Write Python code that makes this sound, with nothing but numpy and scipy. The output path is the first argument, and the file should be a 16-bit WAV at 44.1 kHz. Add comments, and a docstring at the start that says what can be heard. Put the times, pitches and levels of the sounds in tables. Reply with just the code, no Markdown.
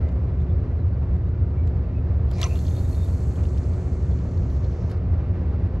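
"""Rock jetty by the water: an angler makes one long cast with a spinning rod.
The rod and line swish as moving tones in ragged noise; the released line cracks on the guides as short bursts.
It then hisses off the spool as noise tied to a falling line speed, with squeals and taps, until the bail clacks.
Behind: noise wash of small waves, ringing droplets, beating ship diesels in harmonics, faint chirps."""
import sys
import numpy as np
from scipy import signal
from scipy.fft import rfft, irfft
from scipy.io import wavfile
from scipy.ndimage import uniform_filter1d, map_coordinates

SR = 44100
rng = np.random.default_rng(int(sys.argv[2]) if len(sys.argv) > 2 else 0)


def wav_out(sig):
    """Save sig, one row per channel (or a flat mono array), as 16-bit PCM at SR to the path in sys.argv[1]."""
    wavfile.write(sys.argv[1], SR, np.round(np.clip(np.atleast_2d(sig).T, -1, 1) * 32767).astype(np.int16))


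N = 255780
TIME = np.arange(N) / SR  # s
BINS = np.fft.rfftfreq(N, 1 / SR)  # Hz


# Rod strokes, forward swing then tip spring-back: t at full speed/s, rise/s, hold/s, fall/s,
# air rush level/dB, shaft level/dB, tip level/dB, tip f at t/Hz, tip width/Hz
ROD_STROKES = [(2.424, 0.032, 0.018, 0.024, -35.5, -39, -41, 2328, 600),
               (2.525, 0.083, 0.011, 0.017, -62, -60, -49.5, 2580, 191)]
# Air rush spectrum: f/Hz, relative level/dB
AIR_RUSH = [(300, -0.5), (520, 11), (690, 22.5), (850, 6.5), (1250, 7), (1550, -10), (1950, 6),
            (3000, -5.5), (4200, 5.5), (5000, -7), (6000, 0.5), (7500, -6.5), (8800, -9), (12000, -18),
            (15000, -31)]
# Thin line swung up to speed; f holds at LEADER_S
LEADER_S, LEADER_RISE_S, LEADER_HOLD_S, LEADER_FALL_S = 2.345, 0.048, 0.064, 0.03
LEADER_DB, LEADER_HZ, LEADER_GLIDE_HZ_PER_S, LEADER_WIDTH_HZ = -56, 4720, 22000, 1700
TIP_GLIDE_HZ_PER_S = 1300
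# Thick shaft, loudest just after the tip
SHAFT_LAG_S, SHAFT_RISE_S, SHAFT_HOLD_S, SHAFT_FALL_S = 0.0034, 0.021, 0.038, 0.0075


def swish(shaft_ratio=0.435, shaft_wander_hz=70, ragged_db=2.0, ragged_hz=130):
    """Shed vortices: the thick shaft sings low, the thin tip higher, the line highest, over an air rush."""
    leader_hz = LEADER_HZ + LEADER_GLIDE_HZ_PER_S * (TIME - LEADER_S)
    leader_gain = envelope(LEADER_S, LEADER_RISE_S, LEADER_HOLD_S, LEADER_FALL_S)
    out = amp(LEADER_DB) * whistle(leader_hz, LEADER_WIDTH_HZ) * leader_gain
    rush = unit(noise(AIR_RUSH))
    for s, rise, hold, fall, rush_db, shaft_db, tip_db, hz, tip_width in ROD_STROKES:
        tip_hz = hz + TIP_GLIDE_HZ_PER_S * (TIME - s)
        tip = amp(tip_db) * whistle(tip_hz, tip_width)
        out += (amp(rush_db) * rush + tip) * envelope(s, rise, hold, fall)
        shaft = amp(shaft_db) * tone(shaft_ratio * tip_hz, shaft_wander_hz)
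        out += shaft * envelope(s + SHAFT_LAG_S, SHAFT_RISE_S, SHAFT_HOLD_S, SHAFT_FALL_S)
    return out * unit(amp(ragged_db * drift(ragged_hz)))


# Line whipping tight on the guides: t/s, level/dB, rise/s, decay/s, ring centre f/Hz, ring spread/Hz,
# share of broad crack/0-1, crack treble edge f/Hz
LINE_WHIPS = [(2.4145, -27, 0.00058, 0.0015, 4170, 600, .55, 8000),
              (2.4162, -29.5, 0.00046, .0018, 6000, 900, 1, 18000),
              (2.419, -36, .001, 0.0027, 2060, 400, 0.02, 7000),
              (2.4268, -35, 0.0015, 0.0025, 2100, 500, .1, 8000),
              (2.43, -22, .0007, 0.0029, 3400, 895, .2, 5500),
              (2.435, -33, 0.0018, .007, 1270, 300, 0.04, 7000),
              (2.4383, -29.5, .002, .003, 6100, 500, .05, 7000),
              (2.4410, -25, 0.00082, 0.0018, 6100, 400, 0, 7000),
              (2.4406, -31, 0.00083, .003, 2400, 500, .1, 5000),
              (2.4465, -37.5, .001, .003, 6100, 400, .2, 5000),
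              (2.4552, -37.5, .001, .005, 2400, 400, 0, 7000),
              (2.461, -45, .0015, .004, 6100, 400, 0.03, 7000)]
# Broad crack spectrum: f/Hz, relative level/dB
CRACK_SPECTRUM = [(600, 5), (2000, -3.5), (4000, 1), (6500, 5.5), (8200, 2), (9000, -12), (10300, -19),
                  (11700, 3), (13000, -10), (15000, -37)]


def whips(size=2048):
    """Line blows on the guides: each mixes a low-passed noise crack with ringing rod modes."""
    out, crack = np.zeros(N), noise(CRACK_SPECTRUM)
    for s, db, rise, decay, hz, width, broad, edge_hz in LINE_WHIPS:
        broad = np.clip(broad, 0, 1)
        lowpass = signal.butter(2, min(edge_hz, SR / 2 - 1), fs=SR, output="sos")
        dulled = signal.sosfilt(lowpass, crack[round(s * SR):][:size])
        source = np.sqrt(broad) * unit(dulled) + np.sqrt(1 - broad) * rod_ring(hz, width, size)
        add(out, s, amp(db) * burst(source, rise, decay))
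    return out


# Line run from release to stop
RUN_START_S, RUN_RISE_S, RUN_STOP_S, RUN_FALL_S = 2.48, 0.02, 4.89, 0.035
DRAG_S = 1.86  # time constant of the slowing


def line_speed():
    """Speed relative to release: air drag slows the line exponentially."""
    return np.exp(-np.maximum(TIME - RUN_START_S, 0) / DRAG_S)


def line_out():
    """Gain that is 1 while the line runs."""
    return envelope(RUN_START_S, RUN_RISE_S, RUN_STOP_S - RUN_START_S, RUN_FALL_S)


def running(full_db, steepness):
    """Gain of a line sound: full_db at full speed, losing steepness dB per dB of speed lost."""
    return amp(full_db) * line_speed() ** steepness * line_out()


# Rub spectrum: f as multiple of centre, relative level/dB
RUB_SPECTRUM = [(.3, -22), (.5, -6), (.6, -5), (.73, -5), (0.919, 1), (1.1, -0.5), (1.3, -9), (1.55, -17.5),
                (2.2, -35.5)]
# Rub centre through the flight: t/s, f/Hz
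RUB_CENTRE_PATH = [(2.47, 6724), (2.95, 7260), (3.75, 7066), (4.3, 6400), (4.88, 5690)]
# Spool fizz spectrum: f/Hz, relative level/dB
FIZZ_SPECTRUM = [(6000, -30.5), (9000, -8.5), (10300, -0.5), (11000, -1), (12100, 2.5), (13200, -7.5),
                 (14000, -27), (15000, -39)]
# Brief fizz flares: the line slipping off the finger before release, then loose coils brushing the spool lip:
# t/s, length/s, level/dB
FIZZ_BRUSHES = [(2.29, .045, -78), (4.5, 0.053, -77.5), (4.895, 0.034, -80)]
# Guide frame ring: f/Hz, width/Hz, relative level/dB
GUIDE_RINGS = [(2410, 270, -5.5), (4320, 200, 1.5), (6300, 220, -6.5)]
COILS_PER_S = 340  # at full speed
RUB_DB, RUB_STEEPNESS, RUB_FLOOR_DB = -57, 1.1, -65.5
FIZZ_DB, FIZZ_STEEPNESS, FIZZ_TOP_DB = -54.5, 4.9, -64  # gain capped at FIZZ_TOP_DB
RING_DB, RING_STEEPNESS = -65.5, 1


def line(flutter=0.12, grain_db=1.1, uneven_db=1.4, brush_fade_s=0.014):
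    """Coils peel off the spool and rub through the guides: hiss, fizz and frame ring follow line speed."""
    centre_hz = np.interp(TIME, *np.transpose(RUB_CENTRE_PATH))
    top_hz = centre_hz.max()
    # Line texture read at a varying rate, so its spectrum follows centre_hz
    texture = noise([(multiple * top_hz, db) for multiple, db in RUB_SPECTRUM])
    rub = unit(map_coordinates(texture, [np.cumsum(centre_hz / top_hz)], order=3, mode="wrap"))
    rub_gain = np.maximum(running(RUB_DB, RUB_STEEPNESS), amp(RUB_FLOOR_DB) * line_out())

    fizz_gain = np.minimum(running(FIZZ_DB, FIZZ_STEEPNESS), amp(FIZZ_TOP_DB))
    for s, length, db in FIZZ_BRUSHES:
        fizz_gain = fizz_gain + amp(db) * envelope(s, brush_fade_s, length, brush_fade_s)
    fizz = fizz_gain * amp(uneven_db * drift(25)) * unit(noise(FIZZ_SPECTRUM))

    contact = unit(amp(2.5 * drift(160)))  # uneven touch on the frames
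    frames = unit(sum(amp(db) * whistle(hz, width) for hz, width, db in GUIDE_RINGS))
    ring = contact * running(RING_DB, RING_STEEPNESS) * frames

    coil_hz = COILS_PER_S * line_speed() * (1 + 0.12 * drift(30))
    coils = 1 + flutter * np.sin(2 * np.pi * np.cumsum(coil_hz) / SR)
    return (rub_gain * rub + fizz + ring + squeals()) * coils * amp(grain_db * drift(250))


# Line squeals on the guides: t/s, length/s, f/Hz, level before squeal_db/dB
LINE_SQUEALS = [(2.588, .018, 4280, -59), (2.602, .015, 6440, -61), (2.695, .034, 6440, -60),
                (2.737, .06, 3690, -60), (2.765, .035, 4300, -60.5), (2.84, .04, 3730, -62.5),
                (2.925, .03, 4240, -61), (2.955, .095, 3680, -63), (3.105, .025, 4300, -67)]


def squeals(wander_hz=55, fuzz_db=-1.5, fuzz_width_hz=260, fade_s=0.016, flutter_db=3.0, flutter_hz=130,
            squeal_db=-3.0):
    """The fast line squeals on the guides: thin tones with a fuzzy edge and fluttering level."""
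    out = np.zeros(N)
    for s, length, hz, db in LINE_SQUEALS:
        voice = tone(hz, wander_hz) + amp(fuzz_db) * whistle(hz, fuzz_width_hz)
        out += amp(db + squeal_db) * voice * envelope(s, fade_s, length, fade_s)
    return out * unit(amp(flutter_db * drift(flutter_hz)))


def patter(per_s=55, touch_db=-62, steepness=0.35, spread_db=2.5, hz=4000, width_hz=1100, decay_s=0.0022,
           count=8, size=1024):
    """Random small touches of the line on the rod, weaker as it slows."""
    out = np.zeros(N)
    for ring_hz in hz * np.geomspace(0.8, 1.3, count):
        strength = amp(spread_db * np.minimum(rng.exponential(1, N), 3))
        touches = (rng.random(N) < per_s / count / SR) * strength
        tap = burst(whistle(ring_hz, width_hz, size), 0.0006, decay_s)
        out += signal.oaconvolve(touches, tap)[:N]
    return out * running(touch_db, steepness)


# Line loops slapping the rod: t/s, peak level before slap_db/dB, colour f/Hz
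LOOP_SLAPS = [(2.555, -40, 3520), (2.57, -43.5, 3390), (2.589, -42, 3740), (2.6118, -50, 3580),
              (2.652, -46, 3500), (2.6663, -42.5, 3940), (2.6805, -42.5, 3740), (2.7088, -47, 3960),
              (2.7674, -48, 3740), (2.9453, -48, 4190), (3.0607, -51, 3660), (3.083, -52, 3730),
              (3.3573, -49, 2940), (3.437, -50, 2820), (3.546, -54, 4170), (3.581, -52, 3700),
              (3.734, -53, 4320), (4.061, -57, 3660), (4.111, -55, 4100), (4.122, -54, 3620),
              (4.1887, -51.5, 3970), (4.289, -59, 3700), (4.316, -60, 3770), (4.377, -55, 3990),
              (4.5006, -53, 4100), (4.5631, -54, 3900), (4.6415, -49.5, 3970), (4.648, -54, 4200),
              (4.662, -53, 4500), (4.705, -57, 3640), (4.727, -55, 4370)]


def slaps(slap_db=-3.5, spread_hz=800, decay_s=0.005, scrape_db=-3, scrape_width_hz=1700, size=2048):
    """Loose loops of line tap the rod (modes) and scrape it (resonant noise)."""
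    out = np.zeros(N)
    for s, db, hz in LOOP_SLAPS:
        source = rod_ring(hz, spread_hz, size) + amp(scrape_db) * whistle(hz, scrape_width_hz, size)
        add(out, s, amp(db + slap_db) * burst(source, 0.00046, decay_s))
    return out


# Slack line slips: t/s, length/s, start f/Hz, end f/Hz, level before zip_db/dB
LINE_ZIPS = [(3.432, .007, 4400, 5400, -54), (3.449, .009, 2090, 4220, -48), (3.486, .007, 4600, 6300, -57),
             (3.571, .01, 1700, 3900, -49), (3.579, 0.0072, 4420, 6450, -50),
             (3.638, .008, 4480, 5700, -57)]


def zips(zip_db=-1.5, width_hz=900):
    """Slack line slips along the rod, each slip a short rising squeak."""
    out = np.zeros(N)
    for s, length, start_hz, end_hz, db in LINE_ZIPS:
        size = round(length * SR)
        squeak = whistle(np.linspace(start_hz, end_hz, size), width_hz, size) * np.hanning(size)
        add(out, s, amp(db + zip_db) * squeak)
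    return out


# Reel clicks in the hand: t/s, peak level before click_db/dB, treble level before treble_db/dB
REEL_CLICKS = [(0.0875, -59, -29), (0.12, -62.5, -10), (.402, -63, -14), (.417, -64, -17),
               (1.163, -63, -20), (1.288, -64, -19), (1.673, -54.5, -31), (2.313, -48, -6),
               (4.8965, -59, -8), (4.901, -60, -12)]
# Click body spectrum: f/Hz, relative level/dB
REEL_BODY = [(1000, -8.5), (2300, -2.5), (3700, 4), (4500, 1), (5500, -6), (7300, -1.5), (8500, -16),
             (15000, -41.5)]


def clicks(click_db=1.5, decay_s=0.0051, treble_db=-4, size=2048):
    """Dry clicks of the handled reel: bursts of body noise plus treble."""
    out, body, treble = np.zeros(N), unit(noise(REEL_BODY)), unit(noise(FIZZ_SPECTRUM))
    for s, db, bright_db in REEL_CLICKS:
        source = (body + amp(bright_db + treble_db) * treble)[round(s * SR):][:size]
        add(out, s, amp(db + click_db) * burst(source, 0.00071, decay_s))
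    return out


# Bail clack spectrum: f/Hz, relative level/dB
BAIL_CLACK = [(300, -5), (700, 5), (1400, 4.5), (2500, 1.5), (3200, 0), (4300, 2), (6000, -6), (8000, -9),
              (11500, -10), (13500, -18), (15000, -34)]
# Loose reel parts spectrum: f/Hz, relative level/dB
REEL_RATTLE = [(300, -2.5), (700, 12), (1400, 10.5), (2500, 1), (3200, -7.5), (4400, 1), (6000, -9),
               (7500, -18), (11500, -23), (15000, -46)]


def bail(s=4.9142, clack_db=-42.0, clack_decay_s=0.0013, rattle_db=-47.5, rattle_lead_s=0.014,
         rise_s=0.018, decay_s=0.03, size=8192):
    """The bail arm shuts with a dry noise clack; loose reel parts rattle around it as random grains."""
    out = np.zeros(N)
    add(out, s, amp(clack_db) * burst(noise(BAIL_CLACK)[:size], 0.00044, clack_decay_s))
    rattle = colour(grains(2500, 2.5, size), REEL_RATTLE)
    add(out, s - rattle_lead_s, amp(rattle_db) * burst(rattle, rise_s, decay_s))
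    return out


def tackle():
    """Sum of all rod, reel and line sounds."""
    return swish() + whips() + line() + patter() + slaps() + zips() + clicks() + bail()


# Rumble: f/Hz, level/dB per Hz
RUMBLE_SPECTRUM = [(8, -73.5), (25, -57), (45, -60), (70, -43.5), (110, -48.5), (137, -53), (155, -58),
                   (180, -56), (220, -66.5), (250, -57), (300, -67.5), (420, -72), (800, -95), (2000, -140)]
# Wave wash: f/Hz, level before wash_db/dB per Hz
WASH_SPECTRUM = [(100, -87.5), (350, -68), (500, -69.5), (660, -73), (820, -79.5), (1200, -82.5),
                 (1600, -88), (2100, -90.5), (2800, -97), (3200, -102), (4400, -103.5), (6500, -114),
                 (8500, -124), (15000, -137)]
# Larger waves and lulls: middle t/s, half length/s, level change/dB
WASH_SURGES = [(0.029, 0.11, 2), (1.2, 0.54, -1.5), (3.417, 0.048, 3), (4.098, .06, 0.5),
               (5.365, 0.43, 1.5)]
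# Shore left-right likeness: f/Hz, likeness/0-1
SHORE_LIKENESS = [(25, 0.9), (70, 1), (280, 1), (600, 0.98), (1200, 0.96), (2400, 1), (4000, 0.5),
                  (6000, 0.93), (13000, 0.9)]
# Shore left-right balance: f/Hz, level/dB
SHORE_LEAN = [(170, 0), (350, -1.5), (550, -0.7), (850, -3), (1100, -0.5), (2050, -3.5), (2550, -0.3),
              (4000, -4), (5700, -2), (7200, 1), (13000, 1.5)]


def shore(wash_db=0.26, lapping_db=0.76):
    """Distant rumble, and the noise wash of small waves that swells and laps."""
    surge_db = sum(db * np.exp(-((TIME - s) / half) ** 2) for s, half, db in WASH_SURGES)
    level = amp(wash_db + surge_db + lapping_db * drift(22))
    a, b = [noise(RUMBLE_SPECTRUM) + level * noise(WASH_SPECTRUM) for _ in range(2)]
    return ports(a, b, SHORE_LIKENESS, SHORE_LEAN)


def droplets(per_s=70, drop_db=-68.5, spread_db=3, slope_db_per_octave=-8, count=24):
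    """Tiny bubbles ring between the rocks: decaying rising sines, the higher ones fainter."""
    out, t = np.zeros((2, N)), np.arange(1024) / SR
    for hz in np.geomspace(900, 6000, count):
        strength = amp(spread_db * np.minimum(rng.exponential(1, N), 3.5))
        pops = (rng.random(N) < per_s / count / SR) * strength
        ring = np.sin(2 * np.pi * hz * t * (1 + 3 * t)) * np.exp(-t * hz / 9)
        side = rng.uniform(-0.3, 0.3)
        gain = amp(drop_db + slope_db_per_octave * np.log2(hz / 3000))
        out += np.outer([1 + side, 1 - side], signal.oaconvolve(pops, ring)[:N]) * gain
    return out


# Far diesels: cycle rate/Hz, then level/dB of orders 5 to 11
SHIP_DIESELS = [(8.76, -48, -42.5, -33.5, -28.5, -34, -32.5, -39),
                (9.015, -43, -45, -37.5, -33.5, -32, -46.5, -42.5),
                (9.3, -50.5, -43.5, -51, -43, -36, -58, -46)]
# Other ship machines: f/Hz, level/dB
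SHIP_HUM = [(86.3, -37), (90.75, -35), (116, -35), (135, -39.5), (171.8, -42.5), (174.7, -51.5),
            (181.5, -44.5), (363, -48.5), (453.7, -59)]
HUM_SWELL_S, HUM_SWELL_HALF_S, HUM_SWELL_DB_PER_OCTAVE = 4.05, 0.54, 1.5


def ships(wander=0.0012, hum_wander=0.002, shimmer_db_per_octave=1.13):
    """Diesels at slightly different speeds beat against each other; machine hum swells once."""
    out = np.zeros(N)
    for cycle_hz, *orders_db in SHIP_DIESELS:
        turns = np.cumsum(cycle_hz * (1 + wander * drift(0.91))) / SR
        for order, db in enumerate(orders_db, 5):
            out += amp(db) * np.sin(2 * np.pi * (order * turns + rng.random()))
    swell = HUM_SWELL_DB_PER_OCTAVE * np.exp(-((TIME - HUM_SWELL_S) / HUM_SWELL_HALF_S) ** 2)
    for hz, db in SHIP_HUM:
        turns = np.cumsum(hz * (1 + hum_wander * drift(1.41))) / SR
        octaves = np.log2(hz / SHIP_HUM[0][0])  # higher tones shimmer most on their way over the water
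        level_db = db + (swell + shimmer_db_per_octave * drift(8)) * octaves
        out += amp(level_db) * np.sin(2 * np.pi * (turns + rng.random()))
    return np.sqrt(2) * out  # sine levels are rms


# Faint chirps, as of shore birds: t/s, length/s, mid f/Hz, glide/Hz per s, level before far_db/dB
FAR_CHIRPS = [(0.0, 0.14, 2050, 3, -56), (0.356, .085, 3560, -300, -67), (.485, .046, 3500, -3000, -64.5),
              (.77, .09, 3970, -2000, -70), (.925, .035, 4530, 0, -66), (1.235, .065, 3790, 4000, -66.5),
              (1.336, .025, 1396, 2, -48), (1.56, .09, 2250, -1, -57), (1.944, .06, 2590, 0, -57)]


def chirps(wander_hz=45, far_db=-6.0, flutter_db=3.0, flutter_hz=60):
    """Short far calls: wandering, gliding tones with fluttering level."""
    out = np.zeros(N)
    for s, length, hz, glide, db in FAR_CHIRPS:
        size = round(length * SR)
        pitch = hz + glide * (np.arange(size) / SR - length / 2)
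        call = tone(pitch, wander_hz, size) * signal.windows.tukey(size)
        add(out, s, amp(db + far_db) * call)
    return out * unit(amp(flutter_db * drift(flutter_hz)))


# Rod and guide modes: f/Hz, relative level/dB
ROD_MODE_TABLE = [(1270, 0), (2060, 0), (2400, -4), (2830, 3), (3370, 1), (3720, -4.5), (4260, 0),
                  (5300, -4.5), (6060, 0.5), (6950, -3)]


def rod_ring(centre_hz, spread_hz, size, wander_hz=90):
    """A blow wakes the rod's modes, most of all those near its centre."""
    ring = np.zeros(size)
    for hz, db in ROD_MODE_TABLE:
        nearness = 1 / (1 + ((hz - centre_hz) / spread_hz) ** 4)
        ring += amp(db) * nearness * tone(hz, wander_hz, size)
    return unit(ring)


# Phase by which left leads: f/Hz, phase/rad
LEFT_LEAD = [(250, 0), (500, -.12), (1000, -0.41), (1500, -0.73), (2400, -0.88), (3100, -0.81),
             (4500, -0.45), (6500, -0.079), (12000, 0.15)]


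def ports(a, b, same, balance):
    """Two unrelated versions of a sound become left and right, partly alike and out of phase."""
    likeness = np.clip(read(same, BINS), 0, 1)
    shared = rfft(a) * np.sqrt((1 + likeness) / 2)
    apart = rfft(b) * np.sqrt((1 - likeness) / 2)
    lean = amp(read(balance, BINS) / 2) * np.exp(0.5j * read(LEFT_LEAD, BINS))
    return irfft(np.array([(shared + apart) * lean, (shared - apart) / lean]), N)


def amp(db):
    """Decibels to gain."""
    return 10 ** (np.asarray(db) / 20)


def unit(x):
    """Scales to rms 1."""
    return x / np.sqrt(np.mean(x ** 2) + 1e-20)


def read(points, hz):
    """Interpolates a spectrum on a log-frequency axis."""
    f, value = np.transpose(points)
    return np.interp(np.log(hz + 1e-6), np.log(f + 1e-6), value)


def noise(points):
    """Noise with the given dB per Hz."""
    return irfft(rfft(rng.standard_normal(N)) * amp(read(points, BINS)), N) * np.sqrt(SR / 2)


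def colour(x, points):
    """Filters a sound by a dB spectrum."""
    return irfft(rfft(x) * amp(read(points, np.fft.rfftfreq(len(x), 1 / SR))), len(x))


def drift(rate_hz):
    """Slow random signal of rms 1, with a Gaussian roll-off at rate_hz."""
    return unit(irfft(rfft(rng.standard_normal(N)) * np.exp(-(BINS / rate_hz) ** 2), N))


def whistle(hz, width_hz, size=N):
    """A fuzzy tone of rms 1: noise through a steep resonance that may move."""
    r = np.exp(-np.pi * abs(width_hz) * np.sqrt(2) / SR)
    z = rng.standard_normal(size) + 1j * rng.standard_normal(size)
    z = signal.lfilter([1], [1, -2 * r, r * r], z)
    carrier = np.exp(2j * np.pi * np.cumsum(hz * np.ones(size)) / SR)
    return unit((z * carrier).real)


def tone(hz, wander_hz, size=N, order=220):
    """A clean sine of rms 1 whose pitch wanders a little."""
    wander = unit(uniform_filter1d(rng.standard_normal(size), order))
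    turns = np.cumsum(hz + wander_hz * wander) / SR
    return np.sqrt(2) * np.sin(2 * np.pi * (turns + rng.random()))


def grains(per_s, spread_db, size=N):
    """Random one-sample clicks of uneven strength and sign."""
    strength = amp(spread_db * np.minimum(rng.exponential(1, size), 3)) * rng.choice([-1, 1], size)
    return strength * (rng.random(size) < per_s / SR)


def burst(source, rise_s, decay_s):
    """Linear swell and exponential tail; level at the top is about 1."""
    t = np.arange(len(source)) / SR
    shape = np.minimum(t / rise_s, 1) * np.exp(-np.maximum(t - rise_s, 0) / decay_s)
    return unit(source * shape) * np.sqrt(np.mean(shape ** 2))


def envelope(s, rise_s, hold_s, fall_s):
    """Gain that grows exponentially to 1 at time s, holds, then dies away."""
    return np.exp(-np.maximum(s - TIME, 0) / rise_s - np.maximum(TIME - s - hold_s, 0) / fall_s)


def add(mix, s, sound):
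    """Mixes a sound in at time s."""
    part = mix[max(round(s * SR), 0):][:len(sound)]
    part += sound[:len(part)]


# Cast left-right likeness: f/Hz, likeness/0-1
CAST_LIKENESS = [(300, 0.58), (1200, 0.99), (3000, 0.84), (6000, .92), (9000, 0.6), (11000, 0.78),
                 (13000, .65)]
# Cast left-right balance: f/Hz, level/dB
CAST_LEAN = [(500, 0), (1400, -0.5), (2300, 2.5), (3300, -2), (4200, 1), (5800, -4), (7200, 2.5),
             (9000, -1), (11000, 0.5), (13000, 2)]


def scene(rock_db=-20, rock_decay_s=0.01, size=4096):
    """The cast, with a short decaying scatter off the rocks, over the background."""
    cast = ports(tackle(), tackle(), CAST_LIKENESS, CAST_LEAN)
    scatter = rng.standard_normal((2, size)) * np.exp(-np.arange(size) / SR / rock_decay_s)
    rocks = signal.oaconvolve(cast, scatter / np.linalg.norm(scatter[0]), axes=1)[:, :N]
    return cast + amp(rock_db) * rocks + shore() + droplets() + ships() + chirps()


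def record(dry, edge_hz=15000):
    """Soft ends, then a linear-phase low-pass at edge_hz."""
    ends = signal.windows.tukey(N, 0.002)
    lowpass = signal.firwin(255, edge_hz, window=("kaiser", 9), fs=SR)
    return signal.oaconvolve(dry * ends, lowpass[None], "same")


dry = scene()
out = record(dry)
wav_out(out)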